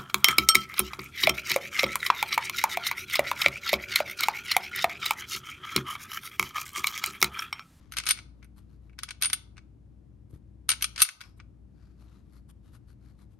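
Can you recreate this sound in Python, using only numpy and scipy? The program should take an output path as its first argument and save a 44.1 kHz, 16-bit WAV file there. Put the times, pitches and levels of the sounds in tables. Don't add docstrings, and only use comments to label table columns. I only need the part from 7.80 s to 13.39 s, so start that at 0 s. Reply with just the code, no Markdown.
import sys
import numpy as np
from scipy import signal
from scipy.fft import rfft, irfft, next_fast_len
from scipy.io import wavfile
from scipy.ndimage import uniform_filter1d

SR = 44100
rng = np.random.default_rng(int(sys.argv[2]) if len(sys.argv) > 2 else 0)


def wav_record(signal):
    frames = np.transpose(np.atleast_2d(signal))
    bounded = np.clip(frames, -1, 1)
    quanta = np.round(bounded * 32767).astype(np.int16)
    wavfile.write(sys.argv[1], SR, quanta)


N = 246563
TIME = np.arange(N) / SR


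def from_db(db):
    return 10 ** (np.asarray(db) / 20)


def at_hz(points, hz, axis=1):
    points = np.array(points)
    return np.interp(np.log(np.maximum(hz, 1)), np.log(points[:, 0]), points[:, axis])


def add(out, start_s, sound):
    start = max(round(start_s * SR), 0)
    out[:, start:start + sound.shape[-1]] += sound[..., :N - start]


def bandpass(x, low_hz, high_hz):
    return signal.sosfilt(signal.butter(2, [low_hz, high_hz], "band", fs=SR, output="sos"), x)


def colour(x, spectrum, modes=()):
    size = 8192
    hz = np.fft.rfftfreq(size, 1 / SR)
    peaks = 1
    for mode_hz, width_hz, db in modes:
        peaks = peaks + from_db(db) / (1 + (2 * (hz - mode_hz) / width_hz) ** 2)
    gain = from_db(at_hz(spectrum, hz)) * peaks
    cepstrum = irfft(np.log(gain / np.sqrt(np.mean(gain ** 2))))
    cepstrum[1:size // 2] *= 2
    cepstrum[size // 2 + 1:] = 0
    impulse = irfft(np.exp(rfft(cepstrum)))
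    return signal.fftconvolve(x, impulse[None], axes=1)[:, :x.shape[1]]


def correlated(mid, side, alike):
    return np.sqrt((1 + alike) / 2) * mid + np.sqrt((1 - alike) / 2) * side * np.array([[1], [-1]])


def noise_pair(alike, size=N):
    mid, side = rng.standard_normal((2, size))
    return correlated(mid, side, alike)


def place(x, pan_db):
    gains = from_db([[pan_db / 2], [-pan_db / 2]])
    return x * gains / np.sqrt(np.mean(gains ** 2))


def late_left(x):
    lag_s = 0.243e-3
    size = next_fast_len(N + 100)
    turn = np.exp(-2j * np.pi * np.fft.rfftfreq(size, 1 / SR) * lag_s)
    return np.array([irfft(rfft(x[0], size) * turn, size)[:N], x[1]])


def scattered(spans, per_s, spread_db):
    events = []
    for start_s, end_s, db in spans:
        jitter, size = rng.random(size=24), rng.standard_normal(size=24)
        times = start_s + (np.arange(len(jitter)) + jitter) / per_s
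        events += [(s, db + spread_db * z) for s, z in zip(times, size) if s < end_s]
    return events


def background():
    # (frequency [Hz], relative density [dB/Hz])
    air_spectrum = [(20, -35), (35, -12), (50, -2), (75, -3), (100, 0), (160, -8), (220, -13), (310, -13),
                    (420, -24), (700, -32), (1400, -42), (3500, -51), (11500, -58), (15000, -76)]
    # (frequency [Hz], correlation [0-1])
    likeness = [(50, 1), (125, 0.66), (250, 0.14), (1000, 0.28), (10000, .6)]
    # (frequency [Hz], relative level [dB])
    hum_partials = [(59.2, -51), (118.4, -66.5), (198.5, -63), (236.9, -69.5), (296.1, -71), (318, -71.5)]
    alike = at_hz(likeness, np.fft.rfftfreq(N, 1 / SR))
    mid, side = rfft(rng.standard_normal((2, N)))
    white = irfft(correlated(mid, side, alike), N)
    rumble_cut = signal.butter(2, 42, "high", fs=SR, output="sos")
    air = from_db(-54.5) * signal.sosfilt(rumble_cut, colour(white, air_spectrum))
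    knots = np.linspace(0, TIME[-1], 40)
    hum = 0
    for hz, db in hum_partials:
        swell, sway = [np.interp(TIME, knots, k) for k in rng.standard_normal((2, len(knots)))]
        phase = 2 * np.pi * (hz * TIME + rng.random()) + 0.39 * sway
        hum = hum + np.sqrt(2) * from_db(db + 2.1 * swell) * np.sin(phase)
    return place(air + from_db(-5.0) * hum, pan_db=5.0)


def room(x, build_s):
    # (frequency [Hz], t60 [s], relative level [dB])
    reverb = [(510, 1, -8), (1500, 0.29, -19.5), (3000, 0.31, -18.5), (6000, 0.35, -20.5),
              (8750, 0.16, -19.5), (12240, .28, -30)]
    t, tail = TIME[:SR * 3 // 4], 0
    edges_hz = np.geomspace(300, 12500, 10)
    for low_hz, high_hz in zip(edges_hz, edges_hz[1:]):
        hz = np.sqrt(low_hz * high_hz)
        build = 1 - np.exp(-(t / build_s) ** 2)
        decay = from_db(-60 * t / at_hz(reverb, hz, axis=1)) * build
        band = bandpass(rng.standard_normal((2, len(t))), low_hz, high_hz)
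        tail = tail + band * decay / np.linalg.norm(decay) * from_db(at_hz(reverb, hz, axis=2))
    return place(signal.fftconvolve(x[:1], tail, axes=1)[:, :N], pan_db=3.0)


def bumps():
    # (time [s], relative level [dB])
    bump_events = [(0.185, -41), (2.506, -49), (2.533, -38), (2.559, -44), (3.217, -36.5)]
    # (frequency [Hz], relative level [dB], t60 [s])
    table_modes = [(92.45, 8, 0.031), (136, -7.5, 0.067), (295.2, -7.5, 0.078), (420, -12, 0.025)]
    clicks, out = np.zeros(N), np.zeros(N)
    for s, db in bump_events:
        clicks[round(s * SR)] = from_db(db)
    for hz, db, t60_s in table_modes:
        r, w = from_db(-60 / (t60_s * SR)), 2 * np.pi * hz / SR
        resonator = [0, np.sin(w)], [1, -2 * r * np.cos(w), r * r]
        out += from_db(db) * signal.lfilter(*resonator, clicks + 1e-18)
    return place(bandpass(out, 55, 430), pan_db=6.0)


def fingers():
    # (time [s], Gaussian sigma [s], relative level [dB])
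    rubs = [(0.0, 0.082, -70), (0.785, 0.013, -67), (2.509, 0.0075, -75), (2.551, 0.014, -69.5),
            (3.455, 0.036, -66), (3.58, 0.0065, -75.5), (4.05, 0.064, -74), (4.337, 0.054, -72),
            (4.558, 0.025, -68.5), (4.701, 0.0086, -64), (4.876, .03, -73.5), (4.948, 0.015, -64.5),
            (5.103, 0.02, -72), (5.273, 0.042, -71.5), (5.414, 0.021, -69), (5.529, 0.018, -78.5)]
    # (start [s], end [s], mean relative level [dB])
    grip_spans = [(0.5, 1.07, -78), (4.1, 4.55, -80.5)]
    # (frequency [Hz], relative density [dB/Hz])
    rustle_spectrum = [(500, -1), (1300, 2), (2500, -6.5), (4500, -4.5), (7000, -8.5), (10000, -28.5),
                       (14000, -51)]
    # (frequency [Hz], relative density [dB/Hz])
    hiss_spectrum = [(1000, -34.5), (4000, -15.5), (7500, -15.5), (9200, -2.5), (10200, -12.5),
                     (11400, 2.5), (12400, -24), (13500, -31), (16000, -51.5)]
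    t = TIME[:SR // 2]
    rustle, hiss = np.zeros((2, 2, N))
    shifts = [(s, 0.033, db) for s, db in scattered(grip_spans, per_s=8.1, spread_db=5)]
    for s, sigma_s, rustle_db in rubs + shifts:
        hiss_db = rustle_db - 3.5 - 5 * np.log2(sigma_s / 0.016)
        start_s = max(s - t[-1] / 2, 0)
        grain_db = 3.5 * np.interp(t, t[::90], rng.standard_normal(len(t[::90])))
        stroke = np.exp(-((start_s + t - s) / sigma_s) ** 2 / 2) * from_db(grain_db)
        # (frequency [Hz], width [Hz], level [dB])
        spot = [(hz * 2 ** rng.uniform(-0.5, 0.099), 450, 1.5) for hz in (1450, 2800, 4300)]
        rub = colour(noise_pair(0.8, size=len(t)) * stroke, rustle_spectrum, spot)
        add(rustle, start_s, from_db(rustle_db) * rub)
        slip = colour(noise_pair(0.6, size=len(t)) * stroke, hiss_spectrum)
        add(hiss, start_s, from_db(hiss_db) * slip)
    return from_db(1.0) * (place(rustle, pan_db=8.5) + late_left(hiss))


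def spring():
    start_s, centre_hz, width_hz, level_db, t60_s = 3.413, 5250, 600, -57.5, 0.28
    t, out = TIME[:SR // 3], np.zeros((2, N))
    noise = noise_pair(0.4, size=len(t))
    buzz = bandpass(noise, centre_hz - width_hz / 2, centre_hz + width_hz / 2)
    add(out, start_s, buzz / buzz.std() * from_db(level_db - 60 * t / t60_s))
    return place(out, pan_db=6.0)


def all_contacts():
    # (time [s], force [dB], edge tick re force [dB], barrel ring re force [dB])
    clacks = [(0.1207, -43, 3.5, -11.5), (0.136, -45, -7, -13.5), (0.1679, -28, -7, -16),
              (0.175, -33.5, -11, -9.5), (0.1838, -26, -9.5, -3), (0.1993, -34.5, -16.5, -20),
              (0.236, -42, -11.5, -10), (0.2551, -48, 5, 6), (0.265, -29.5, -9, -11),
              (0.285, -32.5, -5.5, -18), (0.289, -25.5, 3.5, 0.5), (0.3078, -18.5, -5, 1),
              (0.374, -51.5, -12, 0.5), (0.388, -45.5, -22, -18), (0.6268, -59.5, -14, -22),
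              (0.644, -66, 7.5, -14), (1.0948, -74.5, -7.5, -10), (1.13, -76.5, -12.5, -12),
              (1.1879, -37.5, -11.5, -20), (1.2326, -32.5, -2.5, -8), (1.2878, -40, -19.5, -15),
              (1.3064, -35.5, -15, -4.5), (1.413, -44.5, 5, -3), (1.4225, -22.5, -2, -2.5),
              (1.433, -27.5, -11.5, 5), (1.4565, -29.5, -22, 5.5), (1.499, -36.5, -8, -1.5),
              (1.5305, -24.5, 2, 2.5), (1.768, -62, -12, -6), (1.7786, -52.5, -24, -24),
              (2.8902, -19, -1, -4), (2.902, -24, -8, 4), (2.9151, -23, -21, -3), (3.009, -45, -14.5, -12),
              (3.0234, -27, 5, -6), (3.0414, -23.5, -7, -2), (3.160, -38, -16, -13.5),
              (3.178, -33.5, -11.5, -12), (3.2024, -26, -6, -1.5), (3.2181, -15.5, 5.5, -4.5),
              (3.2232, -24.5, 11.5, 7), (3.249, -36, -3, -1), (3.288, -37, -16, 0), (3.406, -48, -9, -18),
              (3.412, -42.5, -4.5, -25), (3.436, -57, -30, -20), (3.599, -55.5, -41, -31)]
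    # (start [s], end [s], mean force [dB])
    travels = [(0.268, 0.305, -32.5), (1.436, 1.456, -35), (2.895, 2.935, -39), (3.184, 3.217, -37)]
    rows = []
    for s, db, edge_db, ring_db in clacks:
        early, late = rng.uniform(0.75, 1.25, size=2)
        lead_in_db = -27 + 4.5 * rng.standard_normal()
        rows.append((s, db, edge_db, ring_db))
        rows.append((s - 0.006 * early, db + lead_in_db, edge_db, ring_db))
        rows.append((s + 0.007 * late, db - 14, edge_db, ring_db))
    chatter = scattered(travels, per_s=150, spread_db=3)
    chatter_edge_db, chatter_ring_db = -10.5, -2.5
    return np.array(rows + [(s, db, chatter_edge_db, chatter_ring_db) for s, db in chatter])


def blows(times, levels_db, scatter_t60_s, scatter_db, rise_s):
    crack_t60_s = 0.018
    t, power = TIME[:SR // 4], np.zeros((1, N))
    crack = from_db(-60 * t / crack_t60_s) ** 2
    scatter = from_db(scatter_db - 60 * t / scatter_t60_s) ** 2
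    shape = (crack + scatter) * (1 - np.exp(-t / rise_s)) ** 2
    shape /= shape[:SR // 280].mean()
    for s, db in zip(times, levels_db):
        add(power, s, from_db(db) ** 2 * shape)
    return np.sqrt(power[0])


def barrel(times, force_db, ring_db):
    # (frequency [Hz], mean relative level [dB])
    barrel_modes = [(8800, -11.5), (9080, 1), (9190, -5.5), (9318, -3.5), (9480, -9)]
    t, out = TIME[:SR // 7], np.zeros((2, N))
    hz, mode_db = np.transpose(barrel_modes)
    held_t60_s, free_t60_s = 0.04, 0.078
    ring_t60_s = np.interp(ring_db, [0, 5], [held_t60_s, free_t60_s])
    for s, db, t60_s in zip(times, force_db + ring_db, ring_t60_s):
        strength = from_db(mode_db + 2.5 * rng.standard_normal(len(hz)))
        pressed_hz = hz + 22 * rng.standard_normal(len(hz))
        waves = np.sin(2 * np.pi * (pressed_hz[:, None] * t + rng.random((len(hz), 1))))
        swell = (1 - np.exp(-t / 0.00027)) * from_db(db - 60 * t / t60_s)
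        add(out, s, swell * (strength @ waves) / np.linalg.norm(strength))
    return out


def pings(times, force_db, edge_db):
    # (frequency [Hz], relative level [dB], t60 [s])
    part_modes = [(1286, -6.5, .04), (1500, -9, .04), (2225, -5, .04), (2635, -10, 0.075),
                  (3112, -8, 0.034), (3641, -11, 0.021), (4025, -10, .035), (4510, -9, .035),
                  (5480, -6, .02), (6150, -6, .04), (11020, -14, .05), (15014, -38, .03)]
    t, out = TIME[:SR // 25], np.zeros((2, N))
    hz, mode_db, t60_s = np.transpose(part_modes)[:, :, None]
    fades = (1 - np.exp(-t / 0.00032)) * from_db(mode_db - 60 * t / t60_s)
    for s, db, edge in zip(times, force_db, edge_db):
        luck, pressure = rng.standard_normal((2, len(hz), 1))
        edge_reach_db = edge * hz / 5100
        strength = from_db(db + edge_reach_db + 5 * np.minimum(luck, 1))
        pressed_hz = hz * (1 + 0.012 * pressure)
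        rings = strength * fades * np.exp(2j * np.pi * pressed_hz * t)
        phase = rng.random(len(hz)) + 0.055 * rng.standard_normal((2, len(hz)))
        add(out, s, np.real(np.exp(2j * np.pi * phase) @ rings))
    return place(out, pan_db=3.5)


def pistol():
    # (frequency [Hz], relative density [dB/Hz])
    frame_spectrum = [(200, -30), (550, -20.5), (900, -11), (1270, -1.5), (1520, -0.5), (1780, -3),
                      (2250, 2), (2700, -5), (3300, -14.5), (6000, -42.5), (12000, -70.5)]
    # (frequency [Hz], relative density [dB/Hz])
    slide_spectrum = [(300, -56), (1200, -33.5), (2300, -10), (2900, 1.5), (4500, 0), (6200, -4),
                      (7300, -11), (8300, -8.5), (9500, -14), (12000, -49.5), (14000, -69)]
    # (frequency [Hz], relative density [dB/Hz])
    edge_spectrum = [(2000, -56), (6000, -38), (8300, -11), (9100, 1), (9700, 1.5), (10200, -7.5),
                     (11000, 2.5), (11700, -2), (12400, -12), (13400, -31.5), (16000, -55.5)]
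    # (frequency [Hz], width [Hz], relative level [dB])
    gun_modes = [(1483, 100, -3.5), (2270, 64, -3.5), (2580, 40, -4), (3360, 72, -11.5), (4080, 66, -4),
                 (4530, 140, -5.5), (4940, 45, -3.5), (5640, 120, -5.5), (6440, 170, -0.5),
                 (10760, 60, 1.5), (10760, 100, 0.5), (11460, 55, 0.5)]
    times, force_db, edge_db, ring_db = all_contacts().T
    firm_db = -23.5
    knock_db = -31.5 + 0.62 * (force_db - firm_db) - 0.11 * edge_db
    knock = noise_pair(0.7) * blows(times, knock_db, scatter_t60_s=0.031, scatter_db=-12.5, rise_s=0.0014)
    clack = noise_pair(0.15) * blows(times, force_db, scatter_t60_s=0.074, scatter_db=-15, rise_s=0.0012)
    tick_db = force_db + edge_db
    tick = noise_pair(0.9) * blows(times, tick_db, scatter_t60_s=0.054, scatter_db=-14.5, rise_s=0.00062)
    frame = from_db(-0.15) * place(colour(knock, frame_spectrum, gun_modes), pan_db=2.5)
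    slide = from_db(-0.44) * place(colour(clack, slide_spectrum, gun_modes), pan_db=4.5)
    edges = from_db(0.37) * colour(tick, edge_spectrum, gun_modes)
    treble = edges + from_db(5.5) * barrel(times, force_db, ring_db)
    small_parts = from_db(-3.5) * pings(times, force_db, edge_db)
    return frame + slide + small_parts + place(late_left(treble), pan_db=0.14)


def scene():
    direct = pistol() + spring() + fingers()
    return direct + room(direct, build_s=0.011) + bumps() + background()


def duck_bass(x, threshold_db, depth_db, release_db_per_s, smoothing_s, corner_hz):
    power = uniform_filter1d(np.mean(x ** 2, axis=0), SR // 70)
    level_db = 10 * np.log10(np.maximum(power, 1e-12))
    cut_db = depth_db * np.clip(level_db - threshold_db, 0, 1)
    release_db = release_db_per_s * TIME
    cut_db = np.maximum.accumulate(cut_db + release_db) - release_db
    r = np.exp(-1 / (smoothing_s * SR))
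    cut_db = signal.lfilter([1 - r], [1, -r], cut_db)
    bass = signal.sosfiltfilt(signal.butter(2, corner_hz, fs=SR, output="sos"), x)
    return x + bass * (from_db(-cut_db) - 1)


def record(dry):
    x = duck_bass(dry, threshold_db=-13.5, depth_db=26.5, release_db_per_s=122.5, smoothing_s=0.045,
                  corner_hz=739)
    top_cut = signal.cheby2(12, 60, 16400, fs=SR, output="sos")
    return signal.sosfilt(top_cut, np.tanh(x))


dry = scene()
out = record(dry)
wav_record(out)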